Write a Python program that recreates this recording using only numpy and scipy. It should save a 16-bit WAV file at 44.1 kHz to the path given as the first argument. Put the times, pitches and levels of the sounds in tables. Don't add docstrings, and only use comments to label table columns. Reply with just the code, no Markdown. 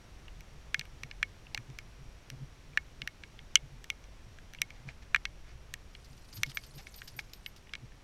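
import sys
import numpy as np
from scipy import signal
from scipy.fft import rfft, irfft
from scipy.io import wavfile
from scipy.ndimage import uniform_filter1d

SR = 44100
rng = np.random.default_rng(int(sys.argv[2]) if len(sys.argv) > 2 else 0)


def master_out(mix):
    frames = np.transpose(np.atleast_2d(mix))
    ceiling = np.clip(frames, -1, 1)
    pcm = np.round(ceiling * 32767).astype(np.int16)
    wavfile.write(sys.argv[1], SR, pcm)


N = 354411
TIME = np.arange(N) / SR

# pitch_hz, level_db, t60_s
HOUSING_MODES = [(1730, 23.5, 0.015), (1851, 13.5, 0.025), (2188, -3.5, 0.06), (2323, 12, 0.014),
                 (2872, 9.5, 0.011), (3200, 3.5, 0.012), (4124, 17.5, 0.0048), (4850, -2.5, 0.01508),
                 (6020, 15.5, 0.0044), (7350, 2.5, 0.0032), (9200, 4, 0.0022), (11600, 1, 0.0027)]
BAND_EDGES = [1400, 2000, 2500, 3500, 5300, 8500, 16000]
# time_s, level_db
HARNESS_SWING = [(0, -88.5), (5.75, -90.5), (5.95, -79), (6.3, -70), (6.8, -68), (7.15, -71.5),
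                 (7.6, -80.5), (8.04, -92)]


def from_db(db):
    return 10 ** (np.asarray(db) / 20)


def unit_rms(x):
    return x / np.sqrt(np.mean(x ** 2) + 1e-20)


def unit_hit(x):
    return x / np.sqrt(np.sum(x ** 2) / (SR / 100) + 1e-20)


def add(out, start_s, sound):
    at = max(round(start_s * SR), 0)
    out[at:at + len(sound)] += sound[:N - at]


def filtered(x, hz, kind, order=2):
    return signal.sosfilt(signal.butter(order, hz, kind, fs=SR, output="sos"), x)


def coloured_noise(spectrum):
    hz, db = np.transpose(spectrum)
    bin_hz = np.maximum(np.arange(N // 2 + 1) * SR / N, 1)
    gain = from_db(np.interp(np.log(bin_hz), np.log(hz), db))
    return unit_rms(irfft(rfft(rng.standard_normal(N)) * gain, N))


def ring(force, hz, t60_s):
    decay, angle = from_db(-60 / (t60_s * SR)), 2 * np.pi * hz / SR
    return signal.lfilter([0, np.sin(angle)], [1, -2 * decay * np.cos(angle), decay ** 2], force + 1e-18)


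def swell(x, peak, width):
    return np.exp(-np.minimum(((x - peak) / width) ** 2, 50))


def drift(per_s):
    knots = rng.standard_normal(600)
    return unit_rms(np.interp(TIME * per_s, np.arange(len(knots)), knots))


def scattered(start_s, end_s, count):
    return start_s + (end_s - start_s) * (np.arange(count) + rng.random(count)) / count


def rumble_and_hiss(rumble_gain_db=6.5, wander_db=1.6, hiss_db=-51.0, whine_db=-75, fade_db_per_s=0.2446):
    # frequency_hz, level_db
    colour = [(20, -1), (42, 2.5), (80, -7.5), (130, -10), (220, -18.5), (500, -22), (1000, -26),
              (2400, -28), (4500, -33.5), (6500, -36.5), (8500, -43), (12000, -46.5), (16000, -57.5)]
    # time_s, level_db
    contour = [(0.0, -62.5), (0.36, -54.5), (0.54, -57), (2.17, -60), (2.59, -58), (3.96, -60.5),
               (5.12, -55.5), (8.04, -63)]
    rumble_db = rumble_gain_db + np.interp(TIME, *np.transpose(contour)) + wander_db * drift(per_s=9)
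    rumble = from_db(rumble_db) * filtered(coloured_noise(colour), 120, "low")
    hiss = from_db(hiss_db) * filtered(coloured_noise(colour), 100, "high")
    whine = from_db(whine_db) * unit_rms(ring(rng.standard_normal(N), hz=5680, t60_s=.016))
    return rumble + from_db(-fade_db_per_s * TIME) * (hiss + whine)


def drizzle(level_db=-57, spread_db=2, tilt_db_per_octave=0, count=6):
    return [(start_s, rng.normal(level_db, spread_db), tilt_db_per_octave, rng.choice(HOUSING_MODES)[0])
            for start_s in scattered(0, TIME[-1], count)]


def share_of_blow(tilt_db_per_octave, spot_hz, pivot_hz=2200, spot_db=13.5, spot_octaves=0.28):
    plain_blow = [-4.5, 1.5, 1.16, -6.5, -9.5, -23]
    centre_hz = np.sqrt(np.multiply(BAND_EDGES[:-1], BAND_EDGES[1:]))
    tilt_db = tilt_db_per_octave * np.log2(centre_hz / pivot_hz)
    lift_db = spot_db * swell(np.log2(centre_hz), np.log2(spot_hz), spot_octaves)
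    band_db = plain_blow + tilt_db + lift_db
    return band_db - 10 * np.log10(np.sum(from_db(band_db) ** 2))


def housing_ring(force, low_hz, high_hz, vary_db=1.0, wander_widths=.2):
    out = 0
    for hz, mode_db, t60_s in HOUSING_MODES:
        if low_hz <= hz < high_hz:
            width_hz = np.log(1000) / (np.pi * t60_s)
            gain = from_db(mode_db + rng.normal(0, vary_db))
            out = out + gain * ring(force, hz + rng.normal(0, wander_widths) * width_hz, t60_s)
    return unit_hit(filtered(out, [low_hz * .85, high_hz * 1.2], "band"))


def drops(ring_gain_db=0.47, splat=0.12, splat_s=0.0011, thud_db=-25, tail_db=-26, tail_t60_s=0.048):
    # start_s, level_db, tilt_db_per_octave, spot_hz
    hits = [(0.2818, -50.5, -8, 3300), (0.407, -52.5, 9.5, 1970), (0.7442, -24, 1.0, 1845),
            (0.7942, -34.5, 5.5, 5070), (0.8112, -40, -6, 5750), (1.034, -37.5, 5, 1880),
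            (1.1122, -42, -3.5, 5100), (1.2285, -24, 0, 1867), (1.5466, -32.5, 4.0, 5080),
            (1.5758, -35.5, 2.5, 1850), (1.7871, -40, 6.0, 1910), (2.3011, -43, 8, 1460),
            (2.7735, -21.5, -3.5, 1490), (3.0183, -36, 0, 3660), (3.0749, -33, 4, 1630),
            (3.236, -43.5, -5.5, 5360), (3.3908, -48.5, -4, 3600), (3.5555, -17, 5, 5750),
            (3.5568, -17.5, 3, 2950), (3.5714, -42, 1, 3440), (3.8422, -47.5, 8.5, 1600),
            (3.9014, -29, 7, 2477), (4.386, -52.5, 2, 1600), (4.5354, -49, 7.5, 1600),
            (4.5479, -47.5, 4, 1900), (4.5868, -51, -3, 3000), (4.6173, -24.5, 8.5, 1920),
            (4.7046, -47, 3, 1950), (4.888, -42.5, -3.5, 1970), (5.146, -18, -3.5, 1873),
            (5.1607, -28.5, -1, 1490), (5.2533, -29.5, -2.0, 5300), (5.739, -36.5, 8, 1630),
            (5.9502, -47, -0.5, 3720), (6.4329, -23.5, 6.5, 1896), (6.5715, -30.5, 2.5, 1886),
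            (6.869, -45, 0.5, 1930), (7.018, -43.5, 0.5, 1510), (7.191, -35, -0.5, 1924),
            (7.462, -37.5, 0, 3660), (7.7359, -35.5, -3.5, 5230), (7.7525, -40, -2, 5250)]
    out, t = np.zeros(N), TIME[:SR // 10]
    for start_s, level_db, tilt, spot_hz in list(hits) + drizzle():
        band_db = level_db + share_of_blow(tilt, spot_hz)
        force = splat * rng.standard_normal(len(t)) * np.exp(-t / splat_s)
        force[0] += 1
        frame = rng.standard_normal(len(t)) * from_db(-60 * t / tail_t60_s)
        thud = unit_hit(filtered(force, [500, 1400], "band", order=1))
        clink = from_db(band_db[0] + thud_db) * thud
        for low_hz, high_hz, db in zip(BAND_EDGES, BAND_EDGES[1:], band_db):
            modes = housing_ring(force, low_hz, high_hz)
            tail = unit_hit(filtered(frame, [low_hz, high_hz], "band"))
            clink += from_db(db + ring_gain_db) * (modes + from_db(tail_db) * tail)
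        add(out, start_s, clink)
    return out


def bumps(mount_hz=130, width_s=0.019, pitch_spread=0.071, rub_db=-12, light_db=-55, spread_db=1.8):
    # peak_s, level_db
    strong_jolts = [(0.797, -49.5), (1.02, -50.5), (1.596, -45.5), (1.704, -45), (2.015, -51.5),
                    (2.338, -43.5), (2.428, -41), (3.026, -47), (3.645, -49.5), (4.875, -44),
                    (6.392, -43.5), (6.484, -43.5), (6.77, -46.5), (7.173, -51), (7.84, -46)]
    light_jolts = [(s, rng.normal(light_db, spread_db)) for s in scattered(0.22, 7.3, count=22)]
    sway, envelope = np.zeros(N), np.zeros(N)
    t, lead_s = TIME[:SR // 5], 0.1
    for peak_s, level_db in strong_jolts + light_jolts:
        detune, phase = rng.standard_normal(2)
        hz = mount_hz * (1 + pitch_spread * detune)
        jolt = from_db(level_db) * swell(t, lead_s, width_s)
        add(envelope, peak_s - lead_s, jolt)
        add(sway, peak_s - lead_s, jolt * np.sqrt(2) * np.sin(2 * np.pi * (hz * t + phase)))
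    rub = unit_rms(filtered(rng.standard_normal(N), [140, 280], "band"))
    return sway + from_db(rub_db) * envelope * rub


def squeaks(width_s=0.0023, t60_s=0.0097):
    # peak_s, pitch_hz, level_db
    chirps = [(1.469, 2780, -51), (6.518, 2840, -42.5), (7.672, 2610, -52), (7.695, 3000, -49.5)]
    out = np.zeros(N)
    for peak_s, hz, level_db in chirps:
        rough_tone = unit_rms(ring(rng.standard_normal(N), hz, t60_s))
        out += from_db(level_db) * swell(TIME, peak_s, width_s) * rough_tone
    return out


def knocks(t60_s=0.021):
    # start_s, pitch_hz, level_db
    blows = [(1.5464, 840, -48), (3.5554, 830, -52.5), (7.189, 830, -53)]
    out, click = np.zeros(N), signal.unit_impulse(SR // 10)
    for start_s, hz, level_db in blows:
        note = filtered(ring(click, hz, t60_s), hz / 2, "high")
        add(out, start_s, from_db(level_db) * unit_hit(note))
    return out


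def rustles():
    # peak_s, width_s, level_db
    brushes = [(4.756, 0.08, -65), (4.894, 0.019, -53.5), (5.028, 0.008, -56), (5.493, 0.042, -61),
               (6.797, 0.018, -54)]
    # frequency_hz, level_db
    colour = [(200, -24), (700, 5.5), (1200, -3), (2200, 5), (3500, -4), (6000, -6.5), (14000, -40)]
    envelope = sum(from_db(db) * swell(TIME, peak_s, width_s) for peak_s, width_s, db in brushes)
    return envelope * coloured_noise(colour)


def rings_and_clips(gain_db=1.5, touches_per_s=1300, t60_s=.02, spread_db=5.5, flutter_db=2.0, count=24):
    tinkle = 0
    for hz in np.geomspace(4300, 12400, count) * rng.normal(1, 0.012, count):
        force, at = np.zeros(N), rng.integers(0, N, size=2000)
        touching = rng.random(len(at)) < touches_per_s * TIME[-1] / count / len(at)
        force[at] = touching * from_db(rng.normal(0, spread_db, len(at)))
        tinkle = tinkle + ring(force, hz, t60_s)
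    swing_db = np.interp(TIME, *np.transpose(HARNESS_SWING)) + flutter_db * drift(per_s=45)
    return from_db(gain_db + swing_db) * unit_rms(tinkle)


def trot(first_s=6.352, step_s=.2055):
    # jingle_db, splash_db
    accents = [(-51, -53), (-50, -57), (-60, -54), (-54.5, -61), (-55.5, -53)]
    return [(first_s + k * step_s, *levels) for k, levels in enumerate(accents)]


def paws(gain_db=7.5, rise_s=0.0028, fall_s=.011, lag_s=0.0225, lead_s=0.0045, grain_db=4.5):
    # time_s, level_db
    stray_steps = [(6.052, -63.5), (6.334, -57.5), (6.467, -57.5), (6.502, -54), (6.644, -57.5),
                   (6.948, -57.5), (7.083, -50.5), (7.34, -59), (7.569, -60.5)]
    in_step = [(s + lag_s, splash_db) for s, _, splash_db in trot()]
    pats = [(s, np.interp(s, *np.transpose(HARNESS_SWING)) + rng.normal(2, 1.2))
            for s in scattered(5.8, 7.5, count=30)]
    envelope, t = np.zeros(N), TIME[:SR // 8] - 0.02
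    slap = np.where(t < 0, swell(t, 0, rise_s), np.exp(-t / fall_s))
    for time_s, level_db in in_step + stray_steps + pats:
        add(envelope, time_s - lead_s + t[0], from_db(level_db) * slap)
    flicker = unit_rms(uniform_filter1d(rng.standard_normal(N), size=40))
    grains = unit_rms(from_db(grain_db * flicker))
    # frequency_hz, level_db
    colour = [(500, -12), (1500, 1.5), (3000, 5.5), (5000, 12), (6500, 3), (9000, -9.5), (12500, -1),
              (16000, -38)]
    return from_db(gain_db) * envelope * grains * coloured_noise(colour)


def tags(gain_db=4.0, spread_s=0.0056, lead_s=0.015, vary_db=1.5, contacts=6):
    # pitch_hz, level_db, t60_s
    metal_modes = [(4770, -10, .1), (6600, -13, .04), (8350, -12, .09), (9200, -12, .05),
                   (10200, -17, .025), (11460, -3.5, 0.088), (12100, -9, .03), (12000, 0, 0.074),
                   (12950, -14, .025), (15160, -18, .04)]
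    # time_s, level_db
    stray_shakes = [(6.67, -66), (7.042, -63), (7.352, -65), (7.468, -58.5)]
    in_step = [(s, jingle_db) for s, jingle_db, _ in trot()]
    out = np.zeros(N)
    for time_s, level_db in in_step + stray_shakes:
        touch_s = rng.normal(2 * spread_s, spread_s, contacts)
        at = np.clip(touch_s * SR, 0, SR // 10).astype(int)
        jingle = 0
        for hz, mode_db, t60_s in metal_modes:
            force = np.zeros(SR // 4)
            force[at] = rng.standard_normal(contacts)
            detune = rng.normal(1, .003)
            gain = from_db(mode_db + rng.normal(0, vary_db))
            jingle = jingle + gain * unit_rms(ring(force, hz * detune, t60_s))
        add(out, time_s - lead_s, from_db(level_db + gain_db) * unit_hit(jingle))
    return out


def scene():
    close_hits = drops() + knocks()
    dog = tags() + rings_and_clips() + paws()
    handling = bumps() + squeaks() + rustles()
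    return (close_hits + dog + handling + rumble_and_hiss())[None]


def record(dry, cutoff_hz=16300):
    lowpass = signal.ellip(10, .1, 80, cutoff_hz, fs=SR, output="sos")
    return signal.sosfilt(lowpass, np.clip(dry, -1, 1))


dry = scene()
out = record(dry)
master_out(out)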